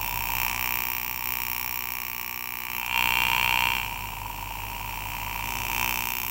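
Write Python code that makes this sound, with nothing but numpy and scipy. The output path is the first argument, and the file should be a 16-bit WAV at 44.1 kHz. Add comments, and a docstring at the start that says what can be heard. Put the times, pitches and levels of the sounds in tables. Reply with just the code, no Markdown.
"""At an engraver's bench, an air-driven graver cuts fine shading into a small metal piece held in a vise.
Its piston strikes about 62 times a second, and each impact excites resonances: the handpiece knocks and,
while the tip bites, the metal ticks and the steel graver rings. Midway the tip lifts and rattles free
as the vise is turned. Spent air hisses and buzzes; a compressor hums and throbs behind."""
import sys
import numpy as np
from scipy import signal
from scipy.fft import rfft, irfft
from scipy.io import wavfile

SR = 44100
rng = np.random.default_rng(int(sys.argv[2]) if len(sys.argv) > 2 else 0)


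def to_wav(s):
    """Save 16-bit WAV."""
    ch = np.atleast_2d(s).T  # columns
    pcm = np.round(np.clip(ch, -1, 1) * 32767)  # PCM
    wavfile.write(sys.argv[1], SR, pcm.astype(np.int16))


N = 277830
TIME = np.arange(N) / SR

# contact of the tip with the metal: (time [s], contact [0 free, 0.5 touching, 1 deep in the cut])
CONTACT = [(0, 0.59), (.4, 0.66), (.55, 0.77), (2.65, 0.83), (2.8, 0.59), (2.95, 0.01), (3.75, 0.016),
           (3.9, 0.34), (5.3, 0.64), (5.8, 0.51), (6.3, 0.58)]


def amp(db):
    """The decibel is logarithmic: 20 dB is a tenfold amplitude."""
    return 10 ** (np.asarray(db) / 20)


def follow(rows):
    """Linear interpolation gives each column of a time table at every sample."""
    times, *columns = np.transpose(rows)
    return [np.interp(TIME, times, column) for column in columns]


def unit_rms(x, band_hz=None):
    """Normalisation: scales x to rms 1, overall or within a band."""
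    part = x
    if band_hz is not None:
        part = signal.sosfilt(signal.butter(4, band_hz, "band", fs=SR, output="sos"), x)
    return x / np.sqrt(np.mean(part ** 2) + 1e-20)


def drift(cutoff_hz):
    """Low-passed noise is a slow random fluctuation, here of rms 1."""
    rolloff = 1 + (np.fft.rfftfreq(N, 1 / SR) / cutoff_hz) ** 4
    return unit_rms(irfft(rfft(rng.standard_normal(N)) / rolloff, N))


def resonate(x, slope, modes=(), size=8192):
    """Resonance: x drives a minimum-phase filter whose modal peaks stand on a smooth spectral slope."""
    hz = abs(np.fft.fftfreq(size, 1 / SR))
    slope_hz, slope_db = np.transpose(slope)
    slope_gain = amp(np.interp(np.log(hz + 1), np.log(slope_hz), slope_db))
    peaks = sum((amp(db) ** 2 - 1) / (1 + ((hz - centre) / (width / 2)) ** 2) ** 1.5
                for centre, width, db in modes)
    log_gain = np.log(slope_gain) + np.log(np.maximum(1 + peaks, 1e-2)) / 2
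    response = np.fft.ifft(np.exp(np.conj(signal.hilbert(log_gain)))).real[:size // 2]
    return signal.oaconvolve(x, response)[:N]


def disperse(x, hz, width_hz):
    """Dispersion: bending waves near hz travel slowly (an all-pass), so a stroke swells to its peak."""
    radius = np.exp(-np.pi * width_hz / SR)
    poles = [1, -2 * radius * np.cos(2 * np.pi * hz / SR), radius * radius]
    return signal.lfilter(poles[::-1], poles, x)


def clicks(times, sizes):
    """Band-limited impulses: a windowed sinc places each click at its exact time."""
    centres = times[:, None] * SR
    taps = np.round(centres).astype(int) + np.arange(-12, 13)
    shape = np.sinc(taps - centres) * np.cos(np.pi * (taps - centres) / 26) ** 2
    return np.bincount(np.clip(taps, 0, N).ravel(), (sizes[:, None] * shape).ravel(), N + 1)[:N]


def strokes(times, spread_db, jitter_ms):
    """Shimmer and jitter: an impulse train varies slightly in size and timing."""
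    size, slip = rng.standard_normal((len(times), 2)).T
    return clicks(times + slip * jitter_ms / 1000, amp(spread_db * size))


def scrape(train, decay_ms):
    """Friction noise: an exponentially decaying burst follows every stroke."""
    envelope = signal.lfilter([1], [1, -np.exp(-1000 / (decay_ms * SR))], train)
    return unit_rms(envelope * rng.standard_normal(N)) * np.std(train)


def scatter(x, t60_s, count=7):
    """Diffuse reflection: decaying noise tails crossfade, as the pattern shifts with the moving hands."""
    t = np.arange(SR // 4) / SR
    out = np.zeros(N)
    for k in range(count):
        tail = rng.standard_normal(len(t)) * amp(-60 * t / t60_s) * (1 - np.exp(-t * 20 / t60_s))
        share = np.cos(np.pi / 2 * np.clip(TIME / TIME[-1] * (count - 1) - k, -1, 1))
        out += signal.oaconvolve(x * share, tail / np.linalg.norm(tail))[:N]
    return out


def bench(x, echo_db, room_db, t60_s):
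    """Early reflections and the small room's reverberation add to the direct sound."""
    # echoes off the vise, bench and body: (delay [ms], gain [ratio])
    echoes = [(2.6, 0.011), (4.5, 0.042), (7.4, 0.044), (9.4, 0.064), (12, 0.3)]
    delay_ms, gain = np.transpose(echoes)
    early = signal.oaconvolve(x, clicks(delay_ms / 1000, gain)[:SR // 20])[:N]
    return x + amp(echo_db) * early + amp(room_db) * scatter(x, t60_s)


def compressor_hum():
    """Beating: two close sets of motor tones interfere over a soft rumble."""
    # motor tones and rumble spectrum: (frequency [Hz], relative level [dB])
    partials = [(47.4, 0), (94.8, -10.5), (99.9, -4), (142.2, -15), (199.8, -15), (236.9, -22.5),
                (284, -21), (301.5, -19), (403.7, -21.5), (452.2, -26.5)]
    rumble_slope = [(15, 0), (40, -11), (100, -4), (160, 0), (260, -9.5), (450, -11.5), (700, -7.5),
                    (1500, -29), (4000, -76)]
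    tones = sum(amp(db) * np.sin(2 * np.pi * (hz * TIME + rng.random()) + 0.0055 * hz * drift(0.9))
                for hz, db in partials)
    rumble = unit_rms(resonate(rng.standard_normal(N), rumble_slope))
    return unit_rms(tones) + amp(-9.5) * rumble


def compressor_whir(pump_hz=23.72):
    """Forced resonance: each pump turn puffs air into a narrow mode, giving a fuzzy, throbbing tone."""
    # whir spectrum: (frequency [Hz], relative level [dB])
    slope = [(200, -40), (550, -26.5), (800, -12.5), (1100, -17.5), (1600, -24.5), (2500, -37), (3100, -28),
             (3800, -46), (16000, -58)]
    # its resonance: (frequency [Hz], width [Hz], peak over the slope [dB])
    modes = [(953.4, 98, 23.8)]
    puffs = strokes(np.arange(0, TIME[-1], 1 / pump_hz), spread_db=1.5, jitter_ms=.35)
    drive = unit_rms(puffs) + amp(-1) * rng.standard_normal(N)
    return unit_rms(resonate(drive, slope, modes), band_hz=(800, 1050))


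def air_hiss(cycles, puff_db, puff_phase, puff_width):
    """Turbulence: spent air leaks steadily and puffs from the port just after each stroke."""
    # hiss spectrum: (frequency [Hz], relative level [dB])
    slope = [(300, -8), (1500, -9), (2700, 1.5), (3700, -9.5), (5000, -9), (7200, -6.5), (9300, -9.5),
             (11000, -8), (13000, -3.5), (14800, -2), (16000, 7)]
    # resonances of the leak and the exhaust port: (frequency [Hz], width [Hz], peak over the slope [dB])
    leak_modes = [(2420, 380, 4.1), (2842, 69, 13), (4300, 210, 6.2), (7520, 290, 7.1), (12000, 110, 9),
                  (14400, 510, 9.1)]
    port_modes = [(5600, 220, 14), (7460, 190, 7), (12100, 70, -2), (14800, 200, -5.5)]
    leak_noise, puff_noise = rng.standard_normal((2, N))
    cycles_from_puff = (cycles - puff_phase + .5) % 1 - .5
    gate = np.exp(-(cycles_from_puff / puff_width) ** 2)
    band_hz = (8000, 13000)
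    leak = unit_rms(resonate(leak_noise, slope, leak_modes), band_hz)
    puffs = unit_rms(resonate(puff_noise * gate, slope, port_modes), band_hz)
    return (leak + amp(puff_db) * puffs) * amp(.5 * drift(25))


def air_buzz(cycles):
    """Harmonic series: the periodic air pulses that drive the piston give a clean low buzz."""
    # partials: (frequency [multiples of the stroke rate], relative level [dB])
    harmonics = [(1, -4), (2, -3.5), (3, -7), (4, 1), (5, -10), (6, -2), (8, -13)]
    return sum(amp(db) * np.sqrt(2) * np.sin(2 * np.pi * (round(k) * cycles + rng.random()))
               for k, db in harmonics)


def bite_gains(force_db, attack_s=.018, release_s=.025):
    """Overlapping bites add in power; the gains of tick, ring and buzz grow with the stroke force."""
    # five pushes of one cut, the flick that ends it, the free rattle, a light graze, a new cut
    # at normal force: (start [s], end [s], first tick [dB], last tick [dB],
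    # first ring [dB], last ring [dB], buzz [dB])
    bites = [(-0.02, 0.46, -34.5, -33.5, -44.5, -44, -64), (0.47, 0.57, -41, -41, -42.5, -44, -55),
             (0.58, 1.21, -32.5, -32, -45, -46, -56), (1.22, 2.66, -30.5, -35.5, -43.5, -48.5, -56),
             (2.68, 2.8, -37, -33, -49, -48, -55), (2.845, 2.86, -37, -37, -44, -44, -58),
             (2.95, 3.78, -40, -47, -52, -56, -62), (3.8, 5.42, -53, -47, -62, -54, -60),
             (5.43, 6.3, -43, -31.5, -45.5, -41.5, -53)]
    growth = [.55, .64, .64]  # tick, ring, buzz [dB per dB of force]
    power = np.zeros((3, N))
    for start, end, tick_first, tick_last, ring_first, ring_last, buzz_db in bites:
        attack = np.clip((TIME - start) / attack_s, 0, 1)
        release = np.exp(-np.maximum(TIME - end, 0) / release_s)
        glides = [(tick_first, tick_last), (ring_first, ring_last), (buzz_db, buzz_db)]
        for layer, levels in enumerate(glides):
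            power[layer] += (attack * release * amp(np.interp(TIME, (start, end), levels))) ** 2
    return np.sqrt(power) * amp(np.outer(growth, force_db))


def graver_ring(times, seating_contact=.61):
    """Free vibration: the steel rings briefly after each stroke; its lowest mode rises as the tip seats."""
    # ring spectrum: (frequency [Hz], relative level [dB])
    slope = [(1500, -52), (3500, -17.5), (4700, -19.5), (6000, -16), (7600, -15), (8600, -33),
             (10500, -12.5), (13000, -38.5), (16000, -29)]
    # modes of the graver: (frequency [Hz], width [Hz], peak over the slope [dB])
    lowest_seated = [(4010, 144, 14)]
    lowest_touching = [(3540, 170, 11)]
    upper_modes = [(5570, 220, 18.7), (6110, 170, 10), (6510, 240, 6.8), (6870, 180, 9.2), (7140, 140, 7.6),
                   (7780, 120, 12.6), (9870, 270, 5.7)]
    train = strokes(times + .0003, spread_db=.7, jitter_ms=.006)
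    train = train + amp(-8) * scatter(train, t60_s=.01) + amp(-13) * scrape(train, decay_ms=1.5)
    train = disperse(train, hz=5780, width_hz=4000)
    train = disperse(train, hz=9260, width_hz=1800)
    seated = np.clip((follow(CONTACT)[0] - seating_contact) / .03, 0, 1)
    return sum(share * unit_rms(resonate(train, slope, lowest + upper_modes), band_hz=(5300, 5900))
               for share, lowest in [(seated, lowest_seated), (1 - seated, lowest_touching)])


def tip_tick(times):
    """Impact and friction: each stroke drives the tip on with a tick, a chatter and the chip's scrape."""
    # tick spectra in a shallow and a deep cut: (frequency [Hz], relative level [dB])
    shallow_slope = [(2000, -98), (6000, -14), (9300, -27), (11000, -27), (13000, -9.5), (14200, -8),
                     (15200, -3), (16000, -1)]
    deep_slope = [(2000, -41), (6000, -19), (9300, -13), (11000, -38), (13000, -20), (13900, -10.5),
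                  (15200, -0.5), (16000, -9)]
    # their resonances: (frequency [Hz], width [Hz], peak over the slope [dB])
    shallow_modes = [(11460, 300, 18), (14250, 550, 12.2), (15200, 160, 8.4), (15500, 150, 2.3)]
    deep_modes = [(12000, 270, 7.1), (13700, 200, 4), (14430, 260, 7), (15130, 220, 6.5), (15600, 200, 7.3)]
    train = strokes(times + .0004, spread_db=.8, jitter_ms=.004)
    train = train + amp(-4) * scatter(train, t60_s=.022) + amp(-9) * scrape(train, decay_ms=1.4)
    train = train + amp(-16) * scatter(train, t60_s=.14)
    train = disperse(train, hz=14800, width_hz=2000)
    deep = np.clip(3 * follow(CONTACT)[0] - 2, 0, 1)
    states = [(deep, deep_slope, deep_modes), (1 - deep, shallow_slope, shallow_modes)]
    return sum(share * unit_rms(resonate(train, slope, modes), band_hz=(13500, 15900))
               for share, slope, modes in states)


def handpiece_knock(times):
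    """Impact and rebound of the piston excite the handpiece, whose modes change with the tip's contact."""
    # one rebound after each stroke: (time [s], delay [ms], size [share of the stroke])
    bounce = [(0, 1.2, 0.23), (2.7, 1.22, 0.19), (2.9, 3, 0.29), (3.05, 2.7, 0.097), (3.28, 2.46, 0.19),
              (3.42, 1.68, 0.25), (3.62, 0.95, 0.13), (3.76, 2.64, 0.36), (3.85, 2.5, 0.077),
              (6.3, 3.25, 0.087)]
    # knock spectra with the tip free, touching and seated: (frequency [Hz], relative level [dB])
    free_slope = [(40, -36), (120, -8.5), (300, -16.5), (560, -20.5), (800, -17), (1500, -10.5),
                  (2100, -10.5), (3100, -4), (3800, -24), (5000, -22), (7500, -33.5), (9500, -44),
                  (16000, -62)]
    touch_slope = [(40, -31), (150, -19), (380, -29), (520, -29.5), (750, -13.5), (1500, -10.5),
                   (2200, -11.5), (3050, -9), (3300, -43.5), (4600, -20.5), (8000, -25.5), (16000, -35)]
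    seated_slope = [(40, -29), (150, -11), (380, -54), (500, -34), (720, -11.5), (1400, -15.5), (2000, 2),
                    (2900, -8.5), (3600, -25.5), (4600, -17.5), (8000, -30.5), (16000, -49)]
    # their resonances: (frequency [Hz], width [Hz], peak over the slope [dB])
    free_modes = [(931, 115, 22.8), (2400, 245, 14.4), (2736, 69, 14.2), (3190, 150, 6.6), (4285, 220, 12),
                  (7880, 340, 19)]
    touch_modes = [(927, 211, 16.8), (2399, 190, 17), (2633, 90, 17.8), (2844, 35, 10.6), (3130, 30, 23),
                   (3317, 135, 22.5)]
    seated_modes = [(947, 143, 15.2), (1132, 82, 24.5), (2370, 200, 11.5), (2273, 99, 7.3), (2660, 78, 7.7),
                    (2906, 77, 15.3)]
    delay_ms, size = follow(bounce)
    rebounds = clicks(times + np.interp(times, TIME, delay_ms) / 1000, np.interp(times, TIME, size))
    impacts = strokes(times, spread_db=.45, jitter_ms=.01)
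    train = (impacts + rebounds) / np.sqrt(1 + size ** 2)  # the pair shares one stroke's energy
    train = train + amp(-19) * scrape(train, decay_ms=2.5)
    train = bench(train, echo_db=-6.5, room_db=-23.5, t60_s=.11)
    train = disperse(train, hz=2560, width_hz=4600)
    contact = np.clip(follow(CONTACT)[0], 0, 1)
    states = [(0, free_slope, free_modes), (.5, touch_slope, touch_modes), (1, seated_slope, seated_modes)]
    out = np.zeros(N)
    for depth, slope, modes in states:
        share = np.maximum(1 - 2 * abs(contact - depth), 0)
        out += share * unit_rms(resonate(train, slope, modes), band_hz=(1800, 3400))
    return out


def scene():
    """Superposition: the tool's sounds share one piston rate and force; the compressor keeps its own pace."""
    # piston speed: (time [s], stroke rate [Hz])
    speed = [(0.0, 62.04), (0.85, 61.83), (1.3, 61.92), (2.05, 61.6), (2.25, 61.24), (2.5, 61.64),
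             (3.1, 61.63), (3.35, 62.21), (3.6, 61.82), (3.8, 62.76), (4.0, 62.12), (5.5, 62.02),
             (6.1, 61.73), (6.3, 62.31)]
    # force of the strokes: (time [s], level over normal [dB])
    force = [(0, -1), (0.28, 0.5), (0.44, 5), (0.56, 2.5), (0.67, 4), (1.16, -3), (1.33, -0.1), (2.1, -3),
             (2.58, -2.9), (2.88, 2), (2.97, 9.5), (3.66, 9.5), (3.78, 5.5), (3.9, -2.0), (4.25, -9),
             (5.35, -1.2), (5.68, 1), (5.82, 6.5), (6.14, -0.2), (6.3, -1.7)]
    # the hum sinks through the first cut, and whir and hiss with it: (time [s], relative level [dB])
    hum_level = [(0, 1.5), (0.4, 1.5), (0.95, -7.5), (1.5, -5.5), (2.45, -14.5), (2.8, -10), (3.05, -1),
                 (3.6, -0.35), (5.85, 1.3), (6.17, -6), (6.3, -3)]
    cycles = .187 + np.cumsum(follow(speed)[0]) / SR  # one cycle per stroke
    stroke = np.arange(1, int(cycles[-1]) + 1)
    uneven_ms = .065  # the air valve fires unevenly: strokes are alternately early and late
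    times = np.interp(stroke, cycles, TIME) + (-1) ** stroke * uneven_ms / 1000
    force_db, hum_db = follow(force)[0], follow(hum_level)[0]
    tick_gain, ring_gain, buzz_gain = bite_gains(force_db)
    knock = amp(-35 + force_db) * handpiece_knock(times)
    tick = tick_gain * tip_tick(times)
    ring = ring_gain * graver_ring(times)
    hiss_db = -49.5 + .46 * hum_db + .3 * force_db
    hiss = amp(hiss_db) * air_hiss(cycles, puff_db=-3.5, puff_phase=.14, puff_width=.23)
    buzz = buzz_gain * air_buzz(cycles)
    hum = amp(-41 + hum_db) * compressor_hum()
    whir = amp(-39.5 + .9 * hum_db) * compressor_whir()
    return (hum + whir + hiss + buzz + ring + tick + knock)[None]


def record(dry):
    """Band limiting: a steep linear-phase low-pass removes the highest treble."""
    cutoff_hz = 15900
    lowpass = signal.firwin(511, cutoff_hz, window=("kaiser", 9), fs=SR)
    return signal.oaconvolve(dry, lowpass[None], "same")


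dry = scene()
out = record(dry)
to_wav(out)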